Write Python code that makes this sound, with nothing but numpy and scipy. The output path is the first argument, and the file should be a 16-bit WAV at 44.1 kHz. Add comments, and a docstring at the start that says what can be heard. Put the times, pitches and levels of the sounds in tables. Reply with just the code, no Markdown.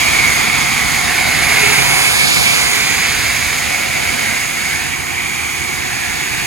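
"""In a car wash bay, a pressure washer's fan jet sweeps along the side of a pickup truck.
Countless drops merge into noise: the water roars on the paint, the jet hisses and fine mist fizzes.
The flow excites one broad resonance in the nozzle and drives the body panels into drumming.
The lance passes close by, dragging air with it, then reaches out towards the cab.
Reflections from the truck and the bay comb-filter the spray."""
import sys
import numpy as np
from scipy import signal
from scipy.fft import rfft, irfft, next_fast_len
from scipy.io import wavfile
from scipy.ndimage import uniform_filter1d, map_coordinates

SR = 44100
rng = np.random.default_rng(int(sys.argv[2]) if len(sys.argv) > 2 else 0)


def inscribe(sig):
    """Save sig as 16-bit PCM at rate SR to the path in sys.argv[1].

    A 1-D sig is mono; a 2-D sig holds one channel per row.
    Samples are clipped to [-1, 1] before scaling.
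    """
    pcm = np.round(np.clip(np.atleast_2d(sig).T, -1, 1) * 32767)
    wavfile.write(sys.argv[1], SR, pcm.astype(np.int16))


N = 284928
TIME = np.arange(N) / SR
SIZE = next_fast_len(N, real=True)
FREQ = np.maximum(np.fft.rfftfreq(SIZE, 1 / SR), 1)


def from_db(db):
    """Amplitude ratio of a level in decibels."""
    return 10 ** (np.asarray(db) / 20)


def in_time(rows):
    """Linear interpolation of each column over time."""
    times, *columns = np.transpose(rows)
    return [np.interp(TIME, times, column) for column in columns]


def over_hz(points):
    """Linear interpolation over log frequency."""
    hz, value = np.transpose(points)
    return np.interp(np.log(FREQ), np.log(hz), value)


def resonance(hz, width_hz):
    """Magnitude response of a damped oscillator, peak 1."""
    return 1 / np.hypot(1, (FREQ ** 2 - hz ** 2) / (FREQ * width_hz))


def delayed(x, ms):
    """Time-varying delay of one channel."""
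    return map_coordinates(x, [(TIME - ms / 1000) * SR], order=3, mode="mirror")


def wander(rate_hz):
    """Low-pass random fluctuation of unit variance."""
    slow = irfft(rfft(rng.standard_normal(SIZE)) / (1 + (FREQ / rate_hz) ** 2), SIZE)[:N]
    return (slow - slow.mean()) / slow.std()


def swell(at_s, half_s):
    """Gaussian envelope, peak 1."""
    return np.exp(-((TIME - at_s) / half_s) ** 2 / 2)


def closeness(lead_s=0, pass_s=2.316, half_s=0.68):
    """Inverse-square law for the passing nozzle, 1 at its nearest."""
    return 1 / (1 + ((TIME + lead_s - pass_s) / half_s) ** 2)


def following(level_db, share):
    """Power-law gain: a share of a level's swing about its mean."""
    return from_db(share * (level_db - level_db.mean()))


# Narrow peaks and notches that colour the treble hiss: (frequency [Hz], width [Hz], gain [dB])
TREBLE_COLOUR = [(5030, 260, 1.5), (5630, 290, 2), (5720, 115, 7.5), (6200, 165, -4), (6380, 160, 5.5),
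                 (6820, 270, 6.2), (7640, 190, -7)]
# Level difference: (frequency [Hz], left minus right [dB])
STEREO_BALANCE = [(70, -11), (150, -13.5), (215, -19.5), (330, -8), (430, -8), (540, -5.5), (640, 1.5),
                  (720, 4), (850, -4.5), (1200, -1.5), (1700, -3.5), (2250, -5), (2800, -3), (3600, -1),
                  (5000, -2), (6500, -4), (8800, -4), (10500, -0.5)]
# Likeness of left and right, nearly the same in the top treble: (frequency [Hz], coherence [0-1])
STEREO_COHERENCE = [(60, 0.9), (150, 0.92), (215, 0.44), (350, 0.67), (600, 0.94), (770, 0.76), (950, 0.82),
                    (1200, 0.6), (2200, 0.97), (3000, 0.56), (5200, 0.47), (6700, 0.96), (8700, 0.047),
                    (10500, 0.74), (15000, 1)]
# Phase difference; a few treble bands sound wide and hollow: (frequency [Hz], lead of left [rad])
STEREO_PHASE = [(50, 4.9), (160, 4.7), (260, 3.2), (400, 2.6), (620, 2.5), (780, 1), (950, 1.15),
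                (1300, .6), (1750, -.4), (2300, -.25), (3000, -.8), (5300, -.8), (5520, -2.8), (5850, -1.8),
                (6350, 0), (7400, 0), (7700, 2.2), (8000, 0), (12100, 0), (12700, -2.9), (14200, -3.4),
                (14700, -6.3)]
def stereo_image():
    """Interchannel coherence and the complex gains of left and right at each frequency."""
    balance = from_db(over_hz(STEREO_BALANCE))
    colour_db = sum(db * np.exp(-((FREQ - hz) / width) ** 2) for hz, width, db in TREBLE_COLOUR)
    right = from_db(colour_db) / np.hypot(1, balance)
    left = right * balance * np.exp(1j * over_hz(STEREO_PHASE))
    return np.clip(over_hz(STEREO_COHERENCE), 0, 1), np.array([left, right])


def turbulence(colour, image):
    """Superposition: countless drops sum to Gaussian noise, partly coherent between channels; rms 1."""
    coherence, gains = image
    noise = rfft(rng.standard_normal((3, SIZE)))
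    pair = np.sqrt(coherence) * noise[0] + np.sqrt(1 - coherence) * noise[1:]
    coloured = irfft(pair * gains * colour, SIZE)[:, :N]
    return coloured / coloured.std()


def band_swells(rows, image):
    """Resonant filtering: each row is a noise band that swells and fades."""
    return sum(from_db(db) * swell(at_s, half_s) * turbulence(resonance(hz, width_hz) ** 2, image)
               for at_s, half_s, hz, width_hz, db in rows)


# Spectrum of water striking paint: (frequency [Hz], relative level [dB])
ROAR_SPECTRUM = [(150, -17), (300, -14), (410, -1.5), (490, -4.5), (580, -1.5), (660, -1), (735, 3),
                 (850, -0.5), (1100, -1), (1500, 0.5), (1900, 1.5), (2600, -9.5), (5000, -53)]
def paint_roar(impact_db, image, corner_loss_db=4):
    """Impact noise of water on paint, weaker on the stiff rear corner during the pass."""
    gain = from_db(impact_db + 1.08 - corner_loss_db * closeness() ** 6)
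    return gain * turbulence(from_db(over_hz(ROAR_SPECTRUM)), image)


# Spectrum of the fan of water: (frequency [Hz], relative level [dB])
HISS_SPECTRUM = [(1200, -57), (2200, 6.5), (2900, 1), (3600, 2.5), (5000, 3), (6000, -21), (8000, -35)]
def jet_hiss(hiss_db, image, spatter_db=0.5):
    """Jet noise, amplitude-modulated as the fan breaks up."""
    gain = from_db(hiss_db - 0.5 + spatter_db * wander(rate_hz=18))
    return gain * turbulence(from_db(over_hz(HISS_SPECTRUM)), image)


def steadied(x, hold_s):
    """Envelope normalisation evens out the noise's slow random swells, so its loudness stays steady."""
    size = int(hold_s * SR)
    power = (x ** 2).mean(0)
    return x / np.sqrt(uniform_filter1d(uniform_filter1d(power, size), size))


# Wavering centre pitch of the whistling band near 2.2 kHz: (time [s], frequency [Hz])
SONG_PITCH = [(0, 2318), (.33, 2168), (.5, 2251), (.97, 2160), (1.2, 2229), (1.37, 2170), (1.8, 2243),
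              (2.35, 2295), (2.9, 2238), (3.5, 2207), (3.95, 2251), (4.38, 2149), (4.54, 2261),
              (4.69, 2170), (4.85, 2256), (5.43, 2293), (5.92, 2192), (6.46, 2250)]
# Its swells and dips: (time [s], half length [s], gain [dB], added power share of the core [0-1])
SONG_SURGES = [(.13, .08, 0.7, .55), (0.245, 0.015, 3.5, .3), (0.33, 0.02, -3, 0), (.5, 0.045, -0.5, .3),
               (0.9, 0.016, -4, 0), (1.026, 0.015, -3, 0), (1.246, 0.025, 1, .3), (1.411, 0.021, -1.5, 0),
               (1.506, 0.019, 3.5, 0.36), (1.62, .03, 2, 0.19), (1.77, 0.017, 4.5, .35),
               (1.84, .015, -2.5, 0), (2.142, .02, -7, 0), (2.21, .025, 2, .45), (2.273, .018, -10, 0),
               (2.33, 0.018, -1, 0.34), (2.411, 0.02, -5, 0), (2.475, .02, 5, 0.23),
               (2.848, .16, 1.5, 0.038), (3.064, .025, 2, 0), (3.152, 0.023, -2, 0), (3.405, .02, -2.5, 0),
               (3.3, 0.036, .5, 0.26), (3.74, .028, 2, 0.49), (4.162, .022, -3, 0), (4.265, .022, 1, 0),
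               (4.597, .06, .5, 0), (4.889, .018, -2, 0), (4.945, 0.024, 2.5, 0.18),
               (5.042, 0.025, -4, 0.058), (5.19, .035, 1, 0), (5.676, 0.021, 0.5, .3), (5.863, .03, 0.5, 0)]
def nozzle_song(impact_db, image, level_db=-18.5, core_share=0.39, flutter_db=0.92):
    """Flow-excited resonance: one fluttering band, now tight, now broad, whose centre drifts."""
    song_hz, = in_time(SONG_PITCH)
    mean_hz = song_hz.mean()
    broad = turbulence(resonance(mean_hz, width_hz=510) * resonance(mean_hz, width_hz=1370), image)
    core = turbulence(resonance(mean_hz, width_hz=200) * resonance(mean_hz, width_hz=510), image)
    surge_db = sum(db * swell(at_s, half_s) for at_s, half_s, db, _ in SONG_SURGES)
    added_share = sum(share * swell(at_s, half_s) for at_s, half_s, _, share in SONG_SURGES)
    focus = np.clip(core_share + added_share, 0, 1)
    song = steadied(np.sqrt(focus) * core + np.sqrt(1 - focus) * broad, hold_s=0.058)
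    behind_ms = 1000 * np.cumsum(1 - song_hz / mean_hz) / SR  # a changing delay bends the pitch
    swaying = np.array([delayed(side, behind_ms) for side in song])
    aside_db = 1.5 * closeness() ** 4  # weaker while beside the microphone
    gain = from_db(level_db + surge_db - aside_db + flutter_db * wander(rate_hz=19))
    return gain * following(impact_db, share=0.84) * swaying


# Spectrum of the finest drops: (frequency [Hz], relative level [dB])
MIST_SPECTRUM = [(3500, -7.5), (5200, -9.5), (6300, 3), (8800, 2), (9600, -4.5), (10600, 0.5), (11500, 0),
                 (12400, -7.5), (14200, -8.5), (15000, -9)]
def mist(hiss_db, image, fizz_db=-22.5, gust_db=0.5, far_db=-42.5, near_db=-25):
    """Atomisation: the shattered jet fizzes in light gusts and sizzles most just before the pass."""
    fizz_gain = from_db(fizz_db + gust_db * wander(rate_hz=4)) * following(hiss_db, share=0.68)
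    fizz = fizz_gain * turbulence(from_db(over_hz(MIST_SPECTRUM)), image)
    sizzle_gain = from_db(far_db) + from_db(near_db) * closeness(lead_s=0.38) ** 1.1
    return fizz + sizzle_gain * turbulence(resonance(10200, width_hz=4300) ** 3, image)


# Spectrum of the body panels: (frequency [Hz], relative level [dB])
DRUM_SPECTRUM = [(20, -32), (30, -32), (40, -2), (55, -1.5), (78, 2.5), (98, -3), (130, 2), (180, -2),
                 (250, -2), (400, -6.5), (700, -22.5), (1500, -70)]
def panel_drumming(impact_db, image, level_db=-27, corner_loss_db=7.5):
    """Forced vibration: the jet's uneven push shakes the wide panels, the stiff corner less."""
    gain = from_db(level_db - corner_loss_db * closeness() ** 3) * following(impact_db, share=0.84)
    return gain * turbulence(from_db(over_hz(DRUM_SPECTRUM)), image)


# Low swelling bands: (time [s], half length [s], frequency [Hz], width [Hz], level [dB])
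LOW_SWELLS = [(.05, 0.045, 645, 56, -28.5), (0.39, 0.59, 730, 260, -30.5), (0.85, 0.24, 222, 59, -31.5),
              (.95, 0.13, 170, 45, -33), (1.3, .2, 610, 160, -31), (1.7, .5, 732, 25, -33),
              (1.655, 0.083, 417, 43, -21.5), (1.69, 0.31, 135, 42, -27), (2.6, 0.95, 74, 69, -35),
              (2.39, 0.14, 149, 124, -27), (3.3, 0.32, 110, 60, -35), (2.954, 0.21, 395, 110, -33),
              (3.92, .45, 594, 180, -32.5), (4.18, .1, 230, 60, -28.5), (5.85, 0.95, 362, 80, -38),
              (5.7, .84, 79, 22, -36.5)]
def low_swells(image):
    """Band-limited noise: low booms, rings and broad swells of low-mid roar."""
    return band_swells(LOW_SWELLS, image)


# Flares of the spray, plus the nozzle's tight whistle near 2.2 kHz during the pass: (time [s], half length [s],
# frequency [Hz], width [Hz], level [dB])
SPRAY_FLARES = [(1.11, 0.068, 1810, 500, -25), (1.45, .12, 1760, 550, -29), (2.1, 0.17, 1680, 350, -27),
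                (2.15, 0.19, 2230, 130, -25), (2.62, .08, 1250, 600, -27.5), (2.06, 0.12, 8750, 900, -25),
                (2.3, .11, 4400, 1200, -25), (2.7, .17, 8460, 700, -29), (2.92, 0.11, 6630, 700, -28),
                (3.03, 0.3, 1840, 660, -25.5), (4.27, 0.12, 1980, 600, -29), (4.7, 0.072, 1700, 550, -27),
                (6.1, .25, 3800, 1300, -37), (6.15, .3, 1780, 500, -33.5)]
def spray_flares(image):
    """Angle of incidence: most bands flare as the fan meets the paint at a new angle; the narrow one near 2.2
    kHz is the nozzle whistling tight as it passes."""
    return band_swells(SPRAY_FLARES, image)


# Spectrum of buffeting air: (frequency [Hz], relative level [dB])
DRAUGHT_SPECTRUM = [(25, -25), (45, -6), (90, 5), (150, 0), (230, 3), (400, -4), (650, 1), (900, -3),
                    (1200, -5), (2000, -24), (4000, -50)]
def draught(level_db=-22):
    """Entrainment: air dragged along by the passing jet buffets two microphones in opposite phase."""
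    buffet = irfft(rfft(rng.standard_normal(SIZE)) * from_db(over_hz(DRAUGHT_SPECTRUM)), SIZE)[:N]
    return from_db(level_db) * closeness() ** 2.1 * np.array([buffet, -buffet]) / buffet.std()


# Paths off the truck: (time [s], delay via its side [ms], delay via a farther surface [ms])
TRUCK_PATHS = [(0, 0.92, 1.8), (.24, 0.84, 1.7), (.65, 0.85, 2.36), (.98, 0.88, 2.7), (1.3, 1.36, 2.76),
               (1.7, 2.1, 2.23), (2.25, 1.78, 2.3), (2.95, 2, 2.5), (3.4, 1.73, 3), (3.7, 1.46, 2.8),
               (4.2, 1.21, 3), (4.48, 1.45, 2.85), (4.68, 1.33, 2.94), (4.9, 0.97, 2.55), (5.3, 0.86, 2.5),
               (5.65, 0.89, 2.5), (5.85, 1.14, 3.1), (6.46, 1.08, 2.3)]
def truck_echoes(x, dull_hz=3320):
    """Comb filtering: two dull, moving reflections interfere with the direct sound."""
    dull = signal.sosfilt(signal.butter(1, dull_hz, fs=SR, output="sos"), x)
    near_ms, far_ms = in_time(TRUCK_PATHS)
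    near = from_db(-13.5) / near_ms ** 0.91  # weakens as its path grows
    far = from_db(-18.5)
    echoes = np.array([near * delayed(side, near_ms) + far * delayed(side, far_ms) for side in dull])
    return (x + echoes) / np.sqrt(1 + near ** 2 + far ** 2)


def panned(x, rest_lag_ms=0.1, swing_ms=0.25, db_per_ms=8.5):
    """Time and level differences: the nearer side hears the passing jet sooner and louder."""
    lag_ms = rest_lag_ms - swing_ms * closeness()
    lean = from_db(db_per_ms * lag_ms / 2)
    return np.array([x[0] * lean, delayed(x[1], lag_ms) / lean])


# Echoes off the wet floor, walls and roof: (delay [ms], level [dB])
BAY_REFLECTIONS = [(5.3, -19.5), (8.9, -22), (13.7, -25), (19.1, -23), (26.3, -19.5), (37.9, -20)]
def bay_echoes(x, stretch=0.404):
    """Early reflections, whose paths stretch and shrink as the lance moves; power is conserved."""
    shift_ms = stretch * in_time(TRUCK_PATHS)[0]
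    total, power = x.copy(), 1
    for k, (ms, db) in enumerate(BAY_REFLECTIONS):
        total += from_db(db) * np.array([delayed(side, ms + (-1) ** k * shift_ms) for side in x])
        power += from_db(db) ** 2
    return total / np.sqrt(power)


# The sweep along the truck: (time [s], impact level [dB], hiss level [dB])
SWEEP_LEVELS = [(0, -21, -18), (0.4, -20, -20), (0.75, -22, -21), (1.25, -21.5, -21), (1.67, -19, -17.5),
                (2.1, -19, -17), (2.4, -19, -14.5), (2.7, -22.5, -18), (3.25, -24, -20.5),
                (3.85, -25, -24.5), (4.2, -24, -23), (4.5, -26.5, -26), (4.72, -25.5, -24.5),
                (4.95, -27.5, -29), (5.9, -27, -27), (6.46, -26, -25.5)]
def scene():
    """Superposition of the echoing spray, the vibrating panels, the low swells and the draught."""
    impact_db, hiss_db = in_time(SWEEP_LEVELS)
    image = stereo_image()
    jet = paint_roar(impact_db, image) + jet_hiss(hiss_db, image) + nozzle_song(impact_db, image)
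    water = truck_echoes(jet + spray_flares(image))
    spray = panned(water) + mist(hiss_db, image)
    return bay_echoes(spray) + panel_drumming(impact_db, image) + low_swells(image) + draught()


def record(dry, ceiling=1.1, cutoff_hz=15800):
    """Soft saturation rounds the highest peaks; a low-pass filter cuts the top."""
    rounded = dry / (1 + (dry / ceiling) ** 8) ** (1 / 8)
    return signal.sosfilt(signal.ellip(12, .1, 70, cutoff_hz, fs=SR, output="sos"), rounded)


dry = scene()
out = record(dry)
inscribe(out)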